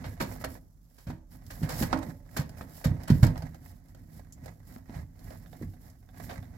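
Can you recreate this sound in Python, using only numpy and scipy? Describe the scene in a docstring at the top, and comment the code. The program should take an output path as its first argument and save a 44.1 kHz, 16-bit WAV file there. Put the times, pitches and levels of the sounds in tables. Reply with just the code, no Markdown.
"""Two rabbits scuffle close by on straw, in a cage with a plastic tray.
From the start, stalks slide and crackle under them, claws knock the tray and landing paws make it boom.
Around 3 s come three heavy hops. Then the rabbits settle to small shuffles, a cage wire is flicked,
and in the last second or so teeth nibble at a stalk. A low, quiet rumble lies under it all."""
import sys
import numpy as np
from scipy import signal
from scipy.fft import rfft, irfft, next_fast_len
from scipy.io import wavfile
from scipy.ndimage import map_coordinates

SR = 44100
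rng = np.random.default_rng(int(sys.argv[2]) if len(sys.argv) > 2 else 0)


def output_pcm(signal):
    """Save a mono or channel-first signal as 16-bit PCM at the path in sys.argv[1].

    Samples are clipped to [-1, 1] before scaling.
    """
    pcm = np.clip(np.atleast_2d(signal).T, -1, 1) * 32767
    wavfile.write(sys.argv[1], SR, np.round(pcm).astype(np.int16))


N = 289737

# Levels in the tables are relative; t60 is the time a sound takes to fade by 60 dB.
# paws landing: t/s, toe level/dB, pitch of the push f/Hz, heel level/dB
LANDINGS = [(0.069, -34.5, 100, -39), (0.211, -29.5, 271, -30), (0.466, -43, 108, -41),
            (1.072, -34, 148, -32.5), (1.102, -33.5, 250, -40.5), (1.619, -30, 203, -23.5),
            (1.814, -23.5, 218, -23), (2.071, -34, 213, -36.5), (2.379, -34.5, 199, -24.5),
            (2.612, -39.5, 240, -48), (2.861, -17, 149, -21), (2.916, -23.5, 103, -41),
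            (3.105, -12.5, 196, -13), (3.233, -8.5, 116.8, -30), (3.441, -33.5, 139, -48),
            (4.43, -39.5, 131, -41), (4.765, -40.5, 210, -53.5), (4.897, -38.5, 223, -61),
            (4.968, -32.5, 98, -37.5), (5.037, -40, 112, -46.5), (5.615, -33.5, 305, -32),
            (5.659, -42, 128, -37.5), (6.391, -35.5, 97, -44.5)]
# the notes the plastic tray rings at: f/Hz, level/dB, t60/s
TRAY_NOTES = [(73.55, -8, 1), (103.4, 2.5, 0.35), (131.6, 0, 0.2), (158.6, -2, 0.46), (178, -7, 0.3),
              (240, -1, 0.18), (261.7, 0, 0.37), (319.2, -6, 0.44), (494, -7, 0.18), (581, -18, 0.88),
              (605.5, -2, 0.15), (630, -33.5, 0.35), (755, -14, .25), (866, -16.5, 0.56), (926, -10, 0.24),
              (1265, -24, 0.14), (1750, -43.5, 0.24), (1890, -7, 0.21)]
# a body shifts its weight: peak t/s, half length/s, hiss level/dB, scrape level/dB
BODY_SHIFTS = [(0.1, 0.051, -60, -74), (0.316, 0.046, -51.5, -48.5), (0.415, 0.015, -52, -44),
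               (0.533, 0.041, -54, -56), (1.0, 0.11, -67, -106), (1.096, 0.023, -62, -52),
               (1.346, 0.036, -59.5, -59.5), (1.591, 0.088, -53, -68), (1.814, 0.054, -39.5, -43),
               (2.09, 0.076, -62, -57), (2.368, 0.054, -56.5, -56), (2.597, 0.035, -58, -55.5),
               (2.775, 0.092, -55.5, -85), (3.182, 0.059, -54.5, -79), (3.386, 0.17, -67.5, -56.5),
               (3.677, 0.086, -65, -62.5), (4.172, 0.044, -61, -58), (4.46, 0.062, -68, -55),
               (4.72, 0.062, -61, -59), (4.963, 0.066, -65, -53), (5.311, 0.091, -59, -53),
               (5.582, 0.17, -64.5, -59.5), (5.852, 0.065, -63.5, -64), (6.237, 0.064, -55.5, -51.5),
               (6.332, 0.075, -62, -53.5)]
# tone of cracking straw: f/Hz, level/dB
STRAW_TONE = [(1000, -59), (3000, -7), (5000, 3.5), (6300, -0.5), (7600, 2), (8800, -7), (11000, 0.5),
              (13500, 0), (16000, -7)]
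# tone of a small, hollow click: f/Hz, level/dB
CLICK_TONE = [(200, -23), (480, 13), (740, 13), (1100, -5), (1550, 4.5), (2200, -5), (3000, -7),
              (3700, -17), (4600, -5), (12000, -26)]
# tone of stalks dragged over the tray: f/Hz, level/dB
DRAG_TONE = [(200, -11.5), (400, 0.5), (520, 4), (720, 5), (950, -4), (1300, -5.5), (1600, -2.5),
             (2100, -5), (2600, -17), (3200, -24), (3800, -18), (6000, -17), (15000, -33)]


def paws():
    """A soft foot, toes and then heel, pushes the tray down; it springs back and booms."""
    heel_lag_s, heel_pitch_ratio = 0.01692, 0.725
    lead_s = 0.02  # the push builds up before its listed time
    t = np.arange(SR // 10) / SR
    out = np.zeros(N)
    toes = [(s, db, hz) for s, db, hz, _ in LANDINGS]
    heels = [(s + heel_lag_s, db, hz * heel_pitch_ratio) for s, _, hz, db in LANDINGS]
    for s, db, hz in toes + heels:
        phase = 2 * np.pi * hz * (t - lead_s)
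        push = -np.sin(phase) * np.exp(-(phase / 2.31) ** 2)
        bobbing = -np.sin(phase) * np.clip(phase / (2 * np.pi), 0, 1) * np.exp(-np.abs(phase) / 14)
        boom = signal.fftconvolve(push / np.abs(push).sum(), ring(TRAY_NOTES, waver=0.22))
        add(out, s - lead_s, amp(db + 4.5) * (push + 0.68 * bobbing))
        add(out, s - lead_s, amp(db - 14) * boom)
    return pan(-3.0) * out


def skids():
    """A foot shoves a bunch of stalks: a quick swell of tiny cracks that dies away."""
    # feet skidding: t/s, scrape level/dB, hiss level/dB, t60/s
    shoves = [(0.038, -41.5, -55, 0.17), (0.199, -31.5, -37, 0.16), (0.44, -32, -36, 0.042),
              (0.978, -60.5, -62, 0.3), (1.066, -51, -60, 0.32), (1.313, -62.5, -72, 0.14),
              (1.5, -43, -46.5, 0.097), (1.625, -39, -47.5, 0.11), (1.688, -38.5, -40.5, 0.38),
              (1.82, -30, -32, 0.081), (2.364, -32, -38, 0.17), (2.606, -50, -57, 0.12),
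              (2.84, -32, -37.5, 0.11), (3.074, -38, -46.5, 0.2), (3.098, -37, -43.5, 0.074),
              (3.2259, -28.5, -33, 0.086), (3.263, -36, -44.5, 0.06), (4.942, -52.5, -61, 0.16),
              (6.291, -41, -52, 0.16)]
    # tone of a foot scraping through straw: f/Hz, level/dB
    scrape_tone = [(150, -31), (300, 3), (400, -2), (500, 6.5), (650, -0.5), (1000, 0.5), (1300, -6),
                   (1600, 0), (2100, -3.5), (2900, -13), (4200, -12.5), (7000, -24), (15000, -56)]
    rise_s = 0.0065  # the foot bites into the straw
    t = np.arange(SR // 2) / SR
    effort = np.zeros((2, N))  # one row for the scrape, one for the hiss
    for s, scrape_db, hiss_db, t60 in shoves:
        shove = np.minimum(t / rise_s, 1) * amp(-60 * np.maximum(t - rise_s, 0) / t60)
        add(effort, s, amp([[scrape_db], [hiss_db]]) * shove)
    scrape = effort[0] * crackle(per_s=970, spread_db=1.5, puff_s=0.00097, smooth=0.23)
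    hiss = effort[1] * crackle(per_s=800, spread_db=4.0, puff_s=0.0015, smooth=0.21)
    return pan(-3.0) * with_tone(scrape, scrape_tone) + pan(-2.9) * with_tone(hiss, STRAW_TONE)


def knocks():
    """Claws and heels hit the tray wall, which cracks and rings; a flicked wire gives a dry tick."""
    # hits on the tray: t/s, crack level/dB, ring level/dB, crack t60/s
    hits = [(0.206, -27.5, -46, 0.052), (0.44, -28.5, -51.5, 0.036), (1.101, -41, -53.5, 0.056),
            (1.689, -40.5, -69, 0.045), (1.929, -19, -34, 0.053), (2.365, -33, -49.5, 0.025),
            (2.61, -37.5, -53.5, 0.03), (2.916, -48, -51, 0.036), (3.24, -26.5, -46, 0.048),
            (3.357, -38.5, -60, 0.044), (4.7623, -34.5, -72, 0.0051), (4.8961, -43, -60, 0.013)]
    # tone of struck plastic: f/Hz, level/dB
    crack_tone = [(200, 9), (400, -7.5), (620, 8), (1100, 4.5), (1600, 2.5), (2800, -13), (5000, -15.5),
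                  (8000, -26), (15000, -39)]
    # flicks of a cage wire: t/s, level/dB
    flicks = [(4.324, -43.5)]
    # tone of the wire: f/Hz, level/dB
    wire_tone = [(2500, -29), (4200, -20), (5200, -13), (6400, -5), (7350, -1), (8500, -17), (11700, -9),
                 (15000, -25.5)]
    # the stiff wall gives little bass: f/Hz, level/dB
    wall_tone = [(120, -15), (250, 0.5), (900, 1.5), (1900, -3.5)]
    t = np.arange(SR // 2) / SR
    out = np.zeros((2, N))
    for s, crack_db, wall_db, t60 in hits:
        crack = with_tone(burst(t, t60), crack_tone)
        wall = with_tone(ring(TRAY_NOTES, waver=0.31), wall_tone)
        add(out, s, pan(-5.5) * (amp(crack_db) * crack + amp(wall_db) * wall))
    for s, db in flicks:
        tick = with_tone(burst(t, t60=0.076), wire_tone)
        add(out, s, pan(-1.5) * amp(db - 4) * tick)
    return out


def bedding():
    """Bodies drag over the straw: stalks scrape the tray, and the harder they do, the more it rumbles."""
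    shift_power = sum(amp(db) ** 2 * swell(s, half_s) for s, half_s, _, db in BODY_SHIFTS)
    scrape_db = 10 * np.log10(amp(stirring()) ** 2 + shift_power)
    rumble_db = follow(scrape_db, base_db=-51, growth=0.6)
    catching_db = 3.5 * wobble(per_s=32)  # stalks catch and let go
    rumble_strength = np.sqrt(amp(rumble_db) ** 2 + shudder())
    # tone of the rumbling tray: f/Hz, level/dB
    rumble_tone = [(18, -52), (32, -2.5), (55, -3.5), (105, 1.5), (135, -7.5), (160, 0), (200, -12.5),
                   (255, -5.5), (380, -26.5), (600, -32.5), (1200, -63)]
    rumble = with_tone(rumble_strength * stereo_noise(N), rumble_tone)
    grain = crackle(per_s=99, spread_db=4.0, puff_s=0.0019, smooth=0.65)
    scrape = with_tone(amp(scrape_db + catching_db - 3.0) * grain, DRAG_TONE)
    return pan(-3.5) * rumble + pan(-10.5) * wall_echoes(scrape, echo_db=-15.5, latest_s=0.015)


def shudder():
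    """Power of the rumble that each landing leaves in the tray."""
    blow_share_db, rise_s, t60 = -8.5, 0.0085, 0.3
    t = np.arange(SR) / SR
    shape = (1 - np.exp(-t / rise_s)) * amp(blow_share_db - 60 * t / t60)
    power = np.zeros(N)
    for s, toes_db, _, heel_db in LANDINGS:
        add(power, s, (amp(toes_db) ** 2 + amp(heel_db) ** 2) * shape ** 2)
    return power


def stirring():
    """Level in dB of the restless scraping between the separate moves."""
    # stirring in the straw: t/s, level/dB
    levels = [(0.0, -46.5), (0.17, -60.5), (0.42, -55.5), (0.68, -80.5), (1.26, -95), (1.42, -63.5),
              (1.77, -42.5), (1.94, -43.5), (2.16, -71.5), (2.52, -57.5), (2.8, -65.5), (3.0, -53),
              (3.32, -58), (3.78, -73), (3.98, -65), (5.6, -74), (6.02, -73), (6.57, -58)]
    return np.interp(np.arange(N) / SR, *np.transpose(levels))


def snaps():
    """Single stalks break with a bright tick and a duller click from the tray under them."""
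    # stalks breaking: t/s, level/dB, extra level of the click/dB
    breaks = [(1.4646, -45, -16), (1.721, -48, -20), (1.9884, -41.5, 3), (2.4931, -44.5, 3),
              (3.034, -41, -1), (3.377, -41, 6.5), (3.4221, -48, 13.5), (3.5451, -50, 8.5),
              (3.884, -56, -6), (3.9476, -52.5, 5), (4.4588, -42, 4), (5.1922, -51.5, 0),
              (5.305, -52, 13.5), (5.9, -51.5, -9)]
    t = np.arange(SR // 10) / SR
    ticks, clicks = np.zeros((2, N)), np.zeros((2, N))
    for s, db, click_db in breaks:
        add(ticks, s, amp(db - 5) * burst(t, t60=0.034))
        add(clicks, s, amp(db + click_db - 5) * burst(t, t60=0.035))
    return pan(-4.0) * (with_tone(ticks, STRAW_TONE) + with_tone(clicks, CLICK_TONE))


def nibbles():
    """Teeth bite a stalk, each time with a small, hollow click."""
    # bites: t/s, level/dB
    bites = [(5.461, -49.5), (5.53, -44), (5.737, -53.5), (6.09, -51.5), (6.167, -57), (6.293, -38.5),
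             (6.312, -37), (6.428, -48), (6.478, -66)]
    # the notes a bite rings at: f/Hz, level/dB, t60/s
    bite_notes = [(562, -7, 0.05), (715, 2, 0.1), (1320, -14, 0.028), (1610, -2, 0.041), (1920, -11, .025),
                  (3710, -7.5, 0.055)]
    t = np.arange(SR // 2) / SR
    out = np.zeros((2, N))
    for s, db in bites:
        click = with_tone(burst(t, t60=0.015), CLICK_TONE)
        add(out, s, amp(db - 9.5) * (ring(bite_notes, waver=0.63) + 1.36 * click))
    return pan(-13.0) * out


def fur():
    """Fur brushes the stalks: a fine, bright hiss swells and fades, with a little scrape under it."""
    # tone of fur on straw: f/Hz, level/dB
    fur_tone = [(1000, -23.5), (3000, -9.5), (4200, -7), (5200, -1), (6300, -7.5), (7600, -1), (8300, -9.5),
                (9500, -6.5), (11000, 0), (13500, 1), (16000, -5)]
    whisper_db = follow(stirring(), base_db=-72.5, growth=0.34)
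    shift_power = sum(amp(db) ** 2 * swell(s, half_s) for s, half_s, db, _ in BODY_SHIFTS)
    strength = np.sqrt(amp(whisper_db) ** 2 + shift_power)
    flicker = amp(1.8 * wobble(per_s=40))
    hiss = strength * flicker * crackle(per_s=950, spread_db=4.5, puff_s=0.0023, smooth=0.6)
    scrape = strength * crackle(per_s=320, spread_db=3.0, puff_s=0.001, smooth=0.87)
    return pan(-5.0) * (amp(1.5) * with_tone(hiss, fur_tone) + amp(-6) * with_tone(scrape, DRAG_TONE))


def wall_echoes(x, echo_db, latest_s):
    """Close cage walls add a few quick echoes, different at each ear, that make the straw sound boxy."""
    count, earliest_s = 10, 0.0008
    echoes = np.zeros((2, SR // 20))
    echoes[:, 0] = 1  # the direct sound
    for ear in echoes:
        delays = rng.uniform(earliest_s, latest_s, count) * SR
        ear[delays.astype(int)] += amp(echo_db) * rng.choice([-1, 1], count)
    return signal.fftconvolve(x, echoes / np.linalg.norm(echoes[0]), axes=1)[:, :N]


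def cage_tail(x):
    """The cage and the shed around it answer with a short tail of sound, longest in the bass."""
    # how long the tail lasts: f/Hz, t60/s
    fade_times = [(100, 0.47), (400, 0.48), (1100, 0.27), (3000, 0.22), (12000, 0.057)]
    hz, t, bands = signal.stft(stereo_noise(SR // 2), SR, nperseg=256)
    fade = amp(-60 * t / look_up(fade_times, hz)[:, None])
    _, tail = signal.istft(bands * fade, SR, nperseg=256)
    return signal.fftconvolve(x, tail / np.linalg.norm(tail[0]), axes=1)[:, :N]


def background():
    """A low, steady rumble with a trace of hiss."""
    # tone of the background: f/Hz, level/dB
    tone = [(15, -59), (24, -42.5), (36, 10.5), (50, 8.5), (80, -6), (150, -8), (300, -30), (700, -31.5),
            (1500, -37), (3000, -81.5), (6000, -36.5), (15000, -65)]
    return pan(-3.1) * amp(-56.0) * with_tone(stereo_noise(N), tone)


def ring(notes, waver):
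    """Fading notes, struck at slightly new strengths every time; the shifting load makes them waver."""
    t = np.arange(SR // 2) / SR
    out = np.zeros(len(t))
    for hz, db, t60 in notes:
        strength_db = db + 1.2 * rng.normal()
        drift = waver * np.cumsum(rng.standard_normal(len(t))) * np.sqrt(hz / SR)
        out += amp(strength_db - 60 * t / t60) * np.sin(2 * np.pi * hz * t + drift)
    return out


def crackle(per_s, spread_db, puff_s, smooth):
    """Tiny cracks of random size, each a puff of noise, over a smooth share of sliding."""
    cracks = rng.random(N) < per_s / SR
    sizes = amp(spread_db * np.minimum(rng.exponential(size=N), 4))
    power = signal.lfilter([1], [1, -np.exp(-1 / (puff_s * SR))], cracks * sizes ** 2)  # each puff fades
    return normalise(np.sqrt(power / power.mean() + smooth) * stereo_noise(N))


def burst(t, t60):
    """Noise that starts at once and dies away."""
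    return amp(-60 * t / t60) * stereo_noise(len(t))


def stereo_noise(size):
    """White noise, alike at both ears in the bass and less so in the treble."""
    # how alike the ears are: f/Hz, likeness (1 = the same)
    likeness = [(30, 0.82), (200, 1), (500, 0.16), (1200, 0.026), (15000, 0.028)]
    padded = next_fast_len(size)
    angle = np.arccos(look_up(likeness, np.fft.rfftfreq(padded, 1 / SR))) / 2
    spectra = rfft(rng.standard_normal((2, padded))) * [np.cos(angle), np.sin(angle)]
    shared, opposite = irfft(spectra, padded)[:, :size]
    return np.array([shared + opposite, shared - opposite])


def with_tone(x, tone):
    """Shape a sound's bass and treble by (f/Hz, level/dB) points; white noise keeps its power."""
    padded = 2 * next_fast_len(x.shape[-1] // 2 + SR // 8)
    gain = normalise(amp(look_up(tone, np.fft.rfftfreq(padded, 1 / SR))))
    # fold the filter forward in time, so nothing rings before it is struck
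    cepstrum = irfft(np.log(gain))
    cepstrum[1:padded // 2] *= 2
    cepstrum[padded // 2 + 1:] = 0
    return irfft(rfft(x, padded) * np.exp(rfft(cepstrum)))[..., :x.shape[-1]]


def follow(scrape_db, base_db, growth):
    """A level that is base_db during gentle scraping and gains growth dB for each dB more."""
    gentle_db = -64
    return base_db + growth * (scrape_db - gentle_db)


def swell(s, half_s):
    """Power of one shift of the body: it peaks at time s and fades as it came."""
    return np.exp(-2 * np.abs((np.arange(N) / SR - s) / half_s) ** 1.76)


def wobble(per_s):
    """A smooth curve through per_s random points a second."""
    return map_coordinates(rng.standard_normal(4096), [np.arange(N) * per_s / SR], mode="wrap")


def look_up(points, hz):
    """Read between (f/Hz, value) points on a log frequency scale."""
    freqs, values = np.transpose(points)
    return np.interp(np.log(hz + 1), np.log(freqs), values)


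def amp(db):
    """Turn decibels into a gain."""
    return 10 ** (np.asarray(db) / 20)


def normalise(x):
    """Scale to an average power of 1."""
    return x / np.sqrt(np.mean(x ** 2) + 1e-20)


def pan(left_db):
    """Left and right gains; a negative left_db puts the sound to the right."""
    return amp(np.array([[left_db], [-left_db]]) / 2)


def add(track, s, sound):
    """Mix a sound in from time s."""
    part = track[..., round(s * SR):][..., :sound.shape[-1]]
    part += sound[..., :part.shape[-1]]


def scene():
    """Feet, teeth, straw and tray inside the cage, over the background rumble."""
    sharp = wall_echoes(skids() + snaps(), echo_db=-18.5, latest_s=0.008) + knocks() + nibbles()
    thumps = paws()
    rustle = bedding() + wall_echoes(fur(), echo_db=-25.0, latest_s=0.016)
    tail = cage_tail(amp(-10.5) * sharp + amp(-19.5) * thumps)
    return thumps + sharp + rustle + tail + background()


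def record(dry):
    """Soften the deepest bass and cut off the highest treble."""
    low_cut_hz, top_hz = 30, 15950
    padded = next_fast_len(N + SR // 2)
    hz = np.fft.rfftfreq(padded, 1 / SR)
    bass_cut = hz ** 2 / np.hypot(hz ** 2, low_cut_hz ** 2)
    return irfft(rfft(dry, padded) * bass_cut * (hz < top_hz), padded)[:, :N]


dry = scene()
out = record(dry)
output_pcm(out)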